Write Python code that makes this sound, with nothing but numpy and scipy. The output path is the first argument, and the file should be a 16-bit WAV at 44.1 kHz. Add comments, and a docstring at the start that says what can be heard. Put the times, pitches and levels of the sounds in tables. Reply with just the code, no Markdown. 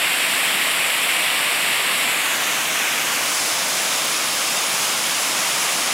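"""Waterfall through a cupped hand

A tall waterfall rushes down a cliff: countless splashes superpose into an even, unbroken roar and hiss.
The sound reaches one microphone through a cupped hand, whose cavity resonances give it a nasal ring.
From about two seconds on the hand opens: an interference notch slides down and the spray turns bright."""
import sys
import numpy as np
from scipy import signal
from scipy.io import wavfile
from scipy.ndimage import uniform_filter1d

SR = 44100
rng = np.random.default_rng(int(sys.argv[2]) if len(sys.argv) > 2 else 0)


def bounce(signal):
    """Save signal as a 16-bit WAV file at the path given by the first command-line argument."""
    frames = np.transpose(np.atleast_2d(signal))
    limited = np.clip(frames, -1, 1)
    pcm = np.round(limited * 32767).astype(np.int16)
    wavfile.write(sys.argv[1], SR, pcm)


N = 261513
FRAME, HOP = 2048, 512  # samples
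HZ = np.fft.rfftfreq(FRAME, 1 / SR)
TIMES = np.arange(N // HOP + 3) * HOP / SR

# spectrum of the water landing: (frequency [Hz], relative level [dB])
ROAR_SPECTRUM = [(15, -50), (25, -43), (50, -38), (75, -28), (100, -19.5), (150, -6), (200, -5),
                 (300, -2.5), (410, -5), (520, -3), (700, -8.5), (1300, -60)]
# spectrum of the fine drops: (frequency [Hz], relative level [dB])
SPRAY_SPECTRUM = [(2500, -42), (4200, -6), (5100, 0.5), (5900, -0.4), (6600, 0.7), (7700, -1), (8700, -3),
                  (9500, -2.5), (10900, -2.5), (11800, -9.5), (12800, -10), (15400, -12), (15900, -19)]
# spectrum of water breaking on rock: (frequency [Hz], relative level [dB])
SPLASH_SPECTRUM = [(300, -44), (450, -12.5), (640, -1.5), (850, -2), (1130, 0.4), (1380, -1.5), (1560, -2),
                   (1830, -3), (2250, 0), (2700, -1), (3600, -1.5), (4300, -7), (5200, -8.5), (8000, -55)]
# faint low ripple from ground and rock-wall reflection (first three rows), then the cupped hand's
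# resonances (+) and notches (-): (frequency [Hz], width [Hz], gain [dB])
RIPPLE_AND_HAND_BANDS = [(650, 150, 0.2), (895, 350, -1), (1290, 270, -0.4), (1860, 570, 4),
                         (2627, 1060, 5.5), (5030, 740, -5.5), (8050, 1300, 1), (10360, 1100, -3),
                         (12400, 1900, 3.5), (14600, 2000, -3.5)]
# resonances of the gap in the half-open hand: (frequency [Hz], width [Hz], gain [dB])
HALF_OPEN_MODES = [(1620, 560, 2), (13000, 1400, 3)]
# the two moves that open the hand: (start [s], duration [s], share of cupping released [0-1])
HAND_OPENINGS = [(2.15, .23, 0.52), (3.05, 0.34, .52)]


def gain_of(db):
    """Amplitude grows tenfold for every 20 dB."""
    return 10 ** (np.asarray(db) / 20)


def unit_rms(x):
    """Normalisation to a mean power of one."""
    return x / np.sqrt(np.mean(x ** 2) + 1e-20)


def envelope_db(spectrum):
    """A spectral envelope, interpolated over log frequency."""
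    hz, db = np.transpose(spectrum)
    return np.interp(np.log(HZ + 1), np.log(hz), db)


def bell(hz, width_hz):
    """A Gaussian band of height one, with its full width taken at half height."""
    return .5 ** ((2 * (HZ - hz) / width_hz) ** 2)


def churn(frames, bins):
    """A moving average correlates random values into patches over time and frequency."""
    field = rng.standard_normal((len(TIMES), len(HZ)))
    slow_field = uniform_filter1d(field, frames, axis=0)
    return unit_rms(uniform_filter1d(slow_field, bins, axis=1))


def rush(field_db):
    """Dense splashes add in random phase to Gaussian noise, here shaped by field_db and of rms one."""
    real, imag = rng.standard_normal((2, len(TIMES), len(HZ)))
    spectra = (real + 1j * imag) * gain_of(field_db)
    return unit_rms(signal.istft(spectra.T, nperseg=FRAME, noverlap=FRAME - HOP)[1][:N])


def roar(level_db=-38, patchy_db=1.0, surge_db=0.2):
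    """Turbulence: heavy water lands in uneven surges and radiates low noise at the foot of the fall."""
    patches = patchy_db * churn(frames=9, bins=5)
    surges = surge_db * churn(frames=12, bins=60)
    return gain_of(level_db) * rush(envelope_db(ROAR_SPECTRUM) + patches + surges)


def flow_swell(rms_db=.18, slowest_hz=0.336, fastest_hz=2.6):
    """Amplitude modulation: the flow wavers slightly, giving a slow random gain."""
    t = np.arange(N) / SR
    rates = np.geomspace(slowest_hz, fastest_hz, 20)
    waver = sum(np.sin(2 * np.pi * (hz * t + rng.random())) / np.sqrt(hz) for hz in rates)
    return gain_of(rms_db * unit_rms(waver))


def spray(level_db=-24, patchy_db=0.65, clump_db=0.53):
    """Fine bursting drops sum incoherently to a hiss; clumps of them briefly lift wide bands."""
    patches = patchy_db * churn(frames=5, bins=24)
    clumps = clump_db * churn(frames=4, bins=400)
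    return gain_of(level_db) * rush(envelope_db(SPRAY_SPECTRUM) + patches + clumps)


def splash(level_db=-23.5, patchy_db=0.56):
    """Bubble resonance: water breaks on rock, and bubble clouds of many pitches merge into noise."""
    patches = patchy_db * churn(frames=7, bins=14)
    return gain_of(level_db) * rush(envelope_db(SPLASH_SPECTRUM) + patches)


def hand_cupping(t):
    """Closure of the cavity, from one (cupped) to zero (open)."""
    released = sum(share * np.clip((t - start) / length, 0, 1) for start, length, share in HAND_OPENINGS)
    return np.clip(1 - released, 0, 1)


def bands_db(bands):
    """Peaks and dips in cascade add in decibels."""
    return sum(db * bell(hz, width) for hz, width, db in bands)


def palm_notch_db(t, cupping, leaves_s=2.01, gone_s=3.74, fade_s=.4, echo_db=3, seal_db=9.5):
    """Destructive interference: as the palm's echo comes later and weaker, its notch sinks and fills."""
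    start_hz, sink_hz_per_s, lowest_hz = 6340, 2200, 3000
    notch_hz = np.maximum(start_hz - sink_hz_per_s * np.maximum(t - leaves_s, 0), lowest_hz)
    echo = np.clip((gone_s - t) / fade_s, 0, 1)
    seal = np.maximum(2 * cupping - 1, 0)  # a tight cup deepens the notch
    return (echo_db * echo + seal_db * seal) * bell(notch_hz, width_hz=.21 * notch_hz)


def cupped_hand(x, shade_db=2.1):
    """Cavity resonance weakens as the hand opens; half-open fingers form a gap and shade the treble."""
    _, times, spectra = signal.stft(x, SR, nperseg=FRAME, noverlap=FRAME - HOP)
    t = times[:, None]
    cupping = hand_cupping(t)
    half_open = np.sin(np.pi * cupping)
    # the faint ground and wall ripple fades along with the hand's ring
    colour_db = cupping * bands_db(RIPPLE_AND_HAND_BANDS) + half_open * bands_db(HALF_OPEN_MODES)
    shadow_db = shade_db * half_open * bell(hz=8400, width_hz=6600)
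    response = gain_of(colour_db - palm_notch_db(t, cupping) - shadow_db)
    return signal.istft(spectra * response.T, nperseg=FRAME, noverlap=FRAME - HOP)[1][:N]


def scene():
    """Superposition: splash and spray swell over the roar and pass the hand, alike in both channels."""
    waterfall = roar() + flow_swell() * (splash() + spray())
    heard = cupped_hand(waterfall)
    return np.array([heard, heard])


def record(dry, cutoff_hz=15850):
    """Band limiting: a steep low-pass filter removes the highest treble."""
    low_pass = signal.firwin(1023, cutoff_hz, window=("kaiser", 9), fs=SR)
    return signal.oaconvolve(dry, low_pass[None], "same", axes=1)


dry = scene()
out = record(dry)
bounce(out)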